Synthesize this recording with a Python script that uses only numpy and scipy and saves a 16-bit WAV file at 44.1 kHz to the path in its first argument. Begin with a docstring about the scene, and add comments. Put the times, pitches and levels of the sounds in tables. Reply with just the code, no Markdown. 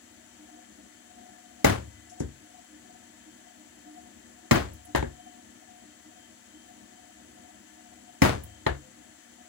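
"""A mallet drives a steel hole punch through leather: three hard blows on a bench in a small workshop.
Each cracks, thumps the bench and shakes loose tools; then the mallet is stood back on the bench
and the punch is worked free with faint ticks. Across the room a fan hums and hisses, its whine
swelling about twice a second.
A microphone pair hears the bench; the left channel is slightly later and mostly louder."""
import sys
import numpy as np
from scipy import signal
from scipy.fft import rfft, irfft
from scipy.io import wavfile
from scipy.ndimage import uniform_filter1d

SR = 44100
rng = np.random.default_rng(int(sys.argv[2]) if len(sys.argv) > 2 else 0)


def master(y):
    """Save y as 16-bit WAV."""
    cut = np.clip(np.atleast_2d(y).T, -1, 1)
    pcm = np.round(cut * 32767)  # scale
    wavfile.write(sys.argv[1], SR, pcm.astype(np.int16))


N = 418420
T = np.arange(SR) / SR  # the second that follows a contact

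# Levels are relative within each column; t60 is the time to fall 60 dB.
# mallet on punch: t/s, crack/dB, contact corner/Hz, bench thump/dB, room/dB, bottoming/dB,
# rebound delay/s, rebound/dB, board's note at that spot/Hz, its level/dB
MALLET_BLOWS = [(1.644, 4, 9000, -0.5, 1.5, -19, 0.051, -12.5, 153, -17),
                (4.5103, 3.5, 7000, -1.5, 1.5, -3.5, 0.046, -9.5, 174, -26),
                (8.2184, 2, 7900, 1, 3.5, -12, 0.039, -11, 284, -10)]
# tone colour of a blow's crack at the bench: f/Hz, level/dB
CRACK_COLOUR = [(88, -18), (130, 1), (175, -9), (240, -2), (309, -4), (1390, -19.5), (1900, -12),
                (2980, -24.5), (4860, -27), (5460, -25.5), (7470, -23.5), (8230, -32.5), (10400, -43),
                (12900, -35), (14800, -44), (16000, -59)]
# tone colour of the room's answer to a blow: f/Hz, level/dB
ANSWER_COLOUR = [(59, 3.5), (100, 3.5), (174, -17), (271, -9), (365, -8.5), (424, -16), (471, -11.5),
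                 (513, -17), (558, -10), (1650, -17.5), (5300, -32.5), (10700, -34), (13200, -36),
                 (16000, -56)]
# modes of the struck bench top: f/Hz, level/dB, t60/s
BENCH_MODES = [(90.5, -28, 0.076), (122, -15, 0.05), (241, -22.5, 0.17), (330, -9.5, 0.036),
               (404, -13, 0.07), (541.6, -21.5, 0.14)]
# long rings of bench and room: f/Hz, level/dB, t60/s
BOOM_MODES = [(59.5, -47, 1), (73.35, -27, 0.71), (82.4, -22, 0.075), (102.5, -36, 0.95), (153, -44, 0.15),
              (193, -25, 0.38), (224.2, -25.5, 0.19), (275, -33, 0.35), (347, -76, 0.12), (338, -46, 0.37),
              (471, -27, 0.21), (496, -24, 0.15), (525, -28.5, 0.44), (600, -76, 0.11), (797, -28.5, 0.22)]
# loose tools on the bench, shaken by a blow: f/Hz, level/dB, t60/s
TOOL_MODES = [(930, -37, .25), (1066, -39, .25), (1187, -40, .28), (1632, -39, .28), (1924, -36, .25),
              (2103, -41, .26), (2461, -43, .26)]
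# mallet set down, and its rocking:
# t/s, knock/dB, contact corner/Hz, bench thump/dB, sway/dB, room/dB, treble share/dB
MALLET_LANDINGS = [(2.2020, -5.5, 340, -2, -14, -1.5, -21.5), (4.948, -5.5, 6000, -7, -8, -3, -3),
                   (5.0250, -15.5, 2800, -8.5, -17.5, -19, -4), (8.664, 1, 4480, -10.5, -8.5, -3.5, -19)]
# tone colour of the mallet's knock on the board: f/Hz, level/dB
KNOCK_COLOUR = [(60, -21), (120, -7), (195, -18), (330, -6.5), (550, -7), (900, -7.5), (1200, -16),
                (1750, -9.5), (2400, -22), (3800, -24), (5200, -33.5), (7200, -24.5), (9000, -36),
                (10600, -42), (13000, -56)]
# the bench, damped by the weight of the resting mallet: f/Hz, level/dB, t60/s
LOADED_MODES = [(51, -27, 0.25), (68.8, -16.5, 0.23), (89.6, -25, 0.24), (126.5, -39, 0.12),
                (138.5, -30, 0.38), (217, -34, 0.13), (352, -27, 0.22)]
# small contacts of punch and leather: t/s, level/dB, centre f/Hz, t60/s
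PUNCH_TICKS = [(2.094, -53, 7200, 0.18), (2.1968, -43.5, 7100, 0.11), (4.734, -49.5, 13000, 0.058),
               (4.85, -50.5, 10000, 0.055), (4.958, -33, 11600, 0.019), (8.436, -38.5, 14400, 0.027),
               (8.673, -46, 10600, 0.022)]
# the fan's air noise, mostly below 2 kHz: f/Hz, level/dB
DRONE_COLOUR = [(30, -49), (66, -7), (105, -12.5), (160, -18.5), (205, -7.5), (270, -5.5), (330, -10),
                (450, -20), (680, -16), (1000, -22.5), (1750, -15.5), (2400, -18), (3100, -53),
                (5000, -100)]
# the fan's air noise, mostly above 2 kHz: f/Hz, level/dB
HISS_COLOUR = [(1410, -14), (2400, -20), (2540, -4), (3120, -5), (3490, -4), (4980, -8.5), (7410, 2.5),
               (8150, -1.5), (9250, -18.5), (10600, -7.5), (10900, -9.5), (12600, -23), (13800, -24),
               (15200, -9.5), (16000, -17)]
# resonances that the fan's air stirs: f/Hz, level/dB, width/Hz
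FAN_RESONANCES = [(304.4, -67, 29), (520.6, -81, 8.7), (636, -71, 49), (907, -69.5, 120), (1743, -68.5, 65),
                  (1986, -73, 66), (3093, -71, 93)]
# tones of the fan's motor and blades: f/Hz, level/dB
MOTOR_TONES = [(206.3, -69), (240, -64), (309.4, -68), (325.6, -76), (360, -74), (515.8, -79), (635.8, -79)]
# swells of the motor's whine: peak t/s, level/dB, width at half height/s
SWELLS = [(0.55, -57, 0.14), (1.248, -54.5, 0.23), (1.556, -62.5, 0.27), (2.157, -55.5, 0.097),
          (2.57, -56.5, .13), (2.955, -58.5, 0.14), (3.508, -59, 0.11), (3.975, -55.5, .2),
          (4.424, -64, 0.14), (4.893, -57, 0.14), (5.28, -55.5, .22), (5.73, -56.5, 0.16),
          (6.16, -62, 0.083), (6.708, -56, 0.089), (7.045, -60.5, 0.24), (7.48, -58.5, .16),
          (7.88, -63.5, 0.21), (8.11, -55.5, 0.093), (8.506, -61, 0.11), (9.03, -63, 0.1),
          (9.432, -61.5, 0.1)]
# brief surges of the fan's resonances: peak t/s, f/Hz, level/dB, width at half height/s
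FAN_SURGES = [(0.41, 305, -53, .08), (0.54, 307, -52, .04), (0.80, 298, -53.5, .04),
              (1.99, 1990, -65.5, .18), (2.44, 305, -54, .07), (2.754, 308, -53.5, .1),
              (3.287, 310, -53, .04), (3.60, 302, -54.5, 0.056), (3.91, 300.4, -50, 0.094),
              (4.45, 312, -52, .04), (4.90, 300, -51, 0.044), (5.22, 3120, -65, .2),
              (5.868, 304.4, -55.5, .07), (6.079, 309, -52.5, .04), (6.23, 3140, -64, .11),
              (6.56, 310, -48.5, 0.047), (6.58, 3100, -64, 0.15), (8.54, 3110, -64, 0.2),
              (8.798, 304, -53, .05), (8.87, 512, -60, .09)]
# ring time of the workshop: f/Hz, t60/s
ROOM_T60 = [(60, 0.4), (250, 0.26), (700, 0.2), (2000, 0.2), (5000, 0.22), (9000, 0.22), (15000, 0.1)]
# the bench at the microphones, left minus right: f/Hz, level/dB
BENCH_BALANCE = [(60, 5), (200, 2), (600, 3.5), (1200, 4), (2400, 8), (4200, 4.5), (5500, 2), (7600, 19),
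                 (8500, 6), (9400, 5), (10600, -19), (12200, -7), (15000, 0)]
# the fan at the microphones, left minus right: f/Hz, level/dB
FAN_BALANCE = [(60, 5.5), (200, 6), (310, 1), (720, 7.5), (1300, 5), (2000, 6.5), (3200, 7), (5000, 5),
               (7500, 21.5), (8500, 33), (9400, -13), (10600, -9.5), (12200, -8), (14500, 5)]
# the microphone ports colour the ticks' top octave: f/Hz, level/dB
MIC_PORT_COLOUR = [(7500, 3.5), (9000, -10), (10600, 7.5), (13000, -10), (15200, 2)]

REBOUND_THUMP_DB, BOARD_T60_S = 3, 0.11
DRONE_DB, HISS_DB = -58.5, -57
WOBBLE_DB, WOBBLE_BELOW_HZ = 2.2, 580
WHINE_HZ, WHINE_REST_DB = 720, -68
WHINE_AIR_HZ, WHINE_AIR_DB = 731, -6  # rough air that swells with the whine
ROTOR_HZ, FLUTTER_DB = 17.1, 3.5
SURGE_WANDER = 0.0131  # share of the pitch
BAND_LIMIT_HZ = 16000


def blows(walls):
    """Close by, the punch cuts through, bottoms on the board and rebounds; the bench thumps and booms."""
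    out = np.zeros((2, N))
    bottoming = np.interp(T - .0065, T, fade(t60=0.0037), left=0)
    rings = ring(BOOM_MODES, rise_s=0.0071) + amp(1.5) * ring(TOOL_MODES, rise_s=0.0064)
    top = mic_pair(stereo(ring(BENCH_MODES, rise_s=0.002)), lag_ms=1.27)
    thump = top + mic_pair(stereo(rings), lag_ms=0.84)
    for (s, db, corner_hz, thump_db, room_db, bottom_db,
         rebound_s, rebound_db, board_hz, board_db) in MALLET_BLOWS:
        soft_db = softened(corner_hz, treble_db=-18)
        crack_db = db + 9 + read(CRACK_COLOUR, bins(T)) + soft_db
        answer_db = room_db + 2 + read(ANSWER_COLOUR, bins(T)) + soft_db
        rebound = np.interp(T - rebound_s, T, fade(t60=0.07), left=0)
        shape = fade(t60=0.061) + amp(bottom_db) * bottoming + amp(rebound_db - 2.5) * rebound
        add(out, s, contact(walls, shape, crack_db, answer_db, hold_s=0.11))
        add(out, s, amp(thump_db) * thump + steel_click(click_db=-45, spray_db=-36))
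        board = ring([(board_hz, board_db, BOARD_T60_S)], rise_s=0.009)
        add(out, s, mic_pair(stereo(board), lag_ms=0.67))
        add(out, s + rebound_s, amp(rebound_db + REBOUND_THUMP_DB) * top)
    return out


def contact(walls, shape, crack_db, answer_db, hold_s):
    """A close crack with the given envelope and the room's answer, each with its colour (dB per bin)."""
    burst = noise_pair(SR, alike=0.91) * shape * (1 - np.exp(-T / 0.00019))
    # each contact reaches the walls a little differently
    paths = unit(walls + amp(3) * echoes(alike=0.37, uneven_db=3.5))
    tail = room_tail(paths, gap_s=0.0094, hold_s=hold_s, low_hz=127)
    direct = mic_pair(colour(burst, crack_db), lag_ms=0.98)
    return direct + mic_pair(colour(tail, answer_db), lag_ms=0.652)


def softened(corner_hz, treble_db, order=2):
    """A long contact loses the treble above its corner, down to the share the surfaces scrape up (dB)."""
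    passed_power = 1 / (1 + (bins(T) / corner_hz) ** (2 * order))
    return 10 * np.log10(passed_power + amp(treble_db) ** 2)


def steel_click(click_db, spray_db):
    """The steel shank adds a very high click, which the room scatters."""
    upper = band(noise_pair(SR, alike=.3), hz=15100, octaves=0.089)
    lower = band(noise_pair(SR, alike=0.78), hz=10550, octaves=0.11)
    shape = amp(click_db) * fade(t60=0.0099) + amp(spray_db) * fade(t60=0.25)
    return mic_pair((upper + amp(-1.5) * lower) * shape, lag_ms=0.83)


def landings(walls):
    """The mallet's head knocks on the cutting board and stays there, so the bench sways and soon stops."""
    out = np.zeros((2, N))
    for s, db, corner_hz, thump_db, sway_db, room_db, treble_db in MALLET_LANDINGS:
        soft_db = softened(corner_hz, treble_db, order=4)
        knock_db = read(KNOCK_COLOUR, bins(T)) + soft_db
        knock = contact(walls, fade(t60=0.044), knock_db + db + 8, knock_db + room_db + 1, hold_s=0.0073)
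        add(out, s, knock)
        thump = amp(thump_db) * ring(BENCH_MODES, rise_s=0.0016)
        sway = amp(sway_db + 8.5) * ring(LOADED_MODES, rise_s=0.027)
        add(out, s, mic_pair(stereo(colour(thump + sway, soft_db)), lag_ms=1.0))
    return out


def punch_ticks():
    """Close and faint, the punch ticks and scrapes as it is worked out of the leather."""
    out = np.zeros((2, N))
    for s, db, hz, t60 in PUNCH_TICKS:
        attack = 1 - np.exp(-T / (0.015 * t60))
        decay = fade(t60) + amp(-11.5) * fade(t60=0.18)
        scrape = band(noise_pair(SR, alike=0.27), hz, octaves=0.37)
        scrape = colour(scrape, read(MIC_PORT_COLOUR, bins(T)))
        add(out, s, mic_pair(amp(db) * attack * decay * scrape, lag_ms=0.75))
    return out


def fan():
    """Air noise, hum and whine from across the room; the low drone and the motor tones wobble together."""
    hz = np.fft.rfftfreq(N, 1 / SR)
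    wobble = amp(WOBBLE_DB * drift(N, size=2000))
    drone = unit(irfft(rfft(noise_pair(N, alike=0.46)) * amp(read(DRONE_COLOUR, hz))))
    low_drone = irfft(rfft(drone) / (1 + (hz / WOBBLE_BELOW_HZ) ** 4))
    drone += (wobble - 1) * low_drone
    air = across_room(rng.standard_normal(N), wet_db=-4, t60=.15) + noise_pair(N, alike=.45)
    hiss = unit(irfft(rfft(air) * amp(read(HISS_COLOUR, hz))))
    hum = np.zeros(N)
    for centre_hz, db, width_hz in FAN_RESONANCES:
        peak = 1 / (1 + (2 * (hz - centre_hz) / width_hz) ** 2)
        hum += amp(db) * unit(irfft(rfft(rng.standard_normal(N)) * peak))
    motor = sum(amp(db) * tone(tone_hz, N) for tone_hz, db in MOTOR_TONES)
    hum += wobble * motor + whine()
    rush = mic_pair(amp(DRONE_DB) * drone + amp(HISS_DB) * hiss, lag_ms=0.662, balance=FAN_BALANCE)
    return rush + mic_pair(hum + surges(), lag_ms=0.42, balance=FAN_BALANCE)


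def whine():
    """The motor's whine swells and sinks back, and flutters once per turn of the rotor."""
    t = np.arange(0, N / SR, .005)
    swells = sum(amp(db) * arch(t - s, width_s) for s, db, width_s in SWELLS)
    level = np.interp(np.arange(N) / SR, t, amp(WHINE_REST_DB) + swells)
    rotor_hz = ROTOR_HZ * (1 + 0.222 * drift(N, size=3000))
    flutter = amp(FLUTTER_DB * tone(rotor_hz, N) - 1.5)
    air = amp(WHINE_AIR_DB) * band(rng.standard_normal(N), WHINE_AIR_HZ, octaves=0.065)
    pitch_hz = WHINE_HZ + 4 * drift(N, size=400)
    return level * flutter * (tone(pitch_hz, N) + air)


def surges():
    """Now and then one of the fan's resonances swells and sinks back, wavering in pitch."""
    out = np.zeros((2, N))
    for s, hz, db, width_s in FAN_SURGES:
        pitch_hz = hz * (1 + SURGE_WANDER * drift(SR, size=300))
        surge = amp(db) * arch(T - width_s, width_s) * tone(pitch_hz, SR)
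        add(out, max(s - width_s, 0), stereo(surge))
    return out


def across_room(x, wet_db, t60):
    """A distant source: its direct sound and each microphone's own reflections."""
    response = rng.standard_normal((2, SR)) * fade(t60)
    response *= amp(wet_db) / np.linalg.norm(response[0])
    response[:, 0] += 1
    return irfft(rfft(x) * rfft(response, N))


def echoes(alike, uneven_db):
    """Dense reflections off the workshop walls, uneven in strength."""
    lumps = unit(uniform_filter1d(rng.standard_normal(SR), size=40))
    return unit(noise_pair(SR, alike) * amp(uneven_db * lumps))


def room_tail(walls, gap_s, hold_s, low_hz):
    """Reflections above low_hz: strong while the first walls answer, then each band dies at its speed."""
    hz, t, spectra = signal.stft(walls, SR, nperseg=256)
    age = np.hypot(t, hold_s) - hold_s
    decay = np.exp(-np.log(1000) * age / read(ROOM_T60, hz)[:, None])
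    tail = signal.istft(spectra * decay, SR, nperseg=256)[1][:, :SR]
    return low_cut(tail * (1 - np.exp(-(T / gap_s) ** 2)), low_hz)


def mic_pair(pair, lag_ms, balance=BENCH_BALANCE):
    """Long waves reach both microphones alike; the left channel is later and mostly louder."""
    hz, spectra = bins(pair), rfft(pair)
    apart = hz / np.hypot(hz, 350)
    mid = spectra.mean(0)
    spectra = mid + apart * (spectra - mid)
    lean = amp(read(balance, hz))
    left = lean * np.exp(-2j * np.pi * hz * lag_ms / 1000)
    gains = np.array([left, np.ones(len(hz))])
    return irfft(spectra * gains * np.sqrt(2 / (1 + lean ** 2)))


def ring(modes, rise_s):
    """Dying sines that take a moment to build up."""
    sines = sum(amp(db - 60 * T / t60) * np.sin(2 * np.pi * hz * T) for hz, db, t60 in modes)
    return sines * (1 - np.exp(-(T / rise_s) ** 2))


def tone(hz, samples):
    """A sine at rms 1 that follows a pitch or a pitch curve."""
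    return np.sqrt(2) * np.sin(2 * np.pi * (np.cumsum(hz * np.ones(samples)) / SR + rng.random()))


def noise_pair(size, alike):
    """Two white noises that have the share alike of their power in common."""
    common, own = rng.standard_normal(size), rng.standard_normal((2, size))
    return np.sqrt(alike) * common + np.sqrt(1 - alike) * own


def drift(samples, size):
    """A slow random wander at rms 1, smoothed twice over size samples."""
    return unit(uniform_filter1d(uniform_filter1d(rng.standard_normal(samples), size), size))


def fade(t60):
    """Falls 60 dB in t60 seconds."""
    return np.exp(-np.log(1000) * T / t60)


def arch(t, width_s):
    """A smooth swell around t = 0, width_s wide at half its height."""
    return np.cos(np.pi / 2 * np.clip(t / width_s, -1, 1)) ** 2


def colour(x, gain_db):
    """Minimum-phase filter with the given gain per bin: nothing sounds before the contact."""
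    cepstrum = irfft(np.log(amp(np.maximum(gain_db, -100))))
    half = len(cepstrum) // 2
    cepstrum[1:half] *= 2
    cepstrum[half + 1:] = 0
    return irfft(rfft(x) * np.exp(rfft(cepstrum)))


def band(x, hz, octaves):
    """A bell-shaped band around hz, at rms 1."""
    bell = np.exp(-.5 * (np.log2((bins(x) + 1) / hz) / octaves) ** 2)
    return unit(irfft(rfft(x) * bell))


def low_cut(x, hz):
    """Rolls off the bass below hz."""
    return signal.sosfilt(signal.butter(2, hz, "high", fs=SR, output="sos"), x)


def read(points, hz):
    """Reads a table on a log-frequency axis."""
    f, value = np.transpose(points)
    return np.interp(np.log(hz + 1), np.log(f + 1), value)


def bins(x):
    """Frequencies of the spectrum of x."""
    return np.fft.rfftfreq(x.shape[-1], 1 / SR)


def amp(db):
    """Decibels to gain."""
    return 10 ** (np.asarray(db) / 20)


def unit(x):
    """Scales to rms 1."""
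    return x / np.sqrt(np.mean(x ** 2) + 1e-20)


def stereo(x):
    """The same signal left and right."""
    return np.array([x, x])


def add(mix, s, sound):
    """Mixes in the first three quarters of a second of a stereo sound at time s."""
    part = mix[:, round(s * SR):][:, :SR * 3 // 4]
    part += sound[:, :part.shape[1]]


def scene():
    """Mallet and punch close on the bench, the fan across the same room."""
    walls = echoes(alike=0.1, uneven_db=0.5)
    return blows(walls) + landings(walls) + punch_ticks() + fan()


def record(dry):
    """The microphones lose the deep bass and round off loud peaks; then the band limit."""
    rounded = 1.2 * np.tanh(low_cut(dry, hz=44) / 1.2)
    low_pass = signal.firwin(511, BAND_LIMIT_HZ, window=("kaiser", 9), fs=SR)
    return signal.oaconvolve(rounded, low_pass[None], "same")


dry = scene()
out = record(dry)
master(out)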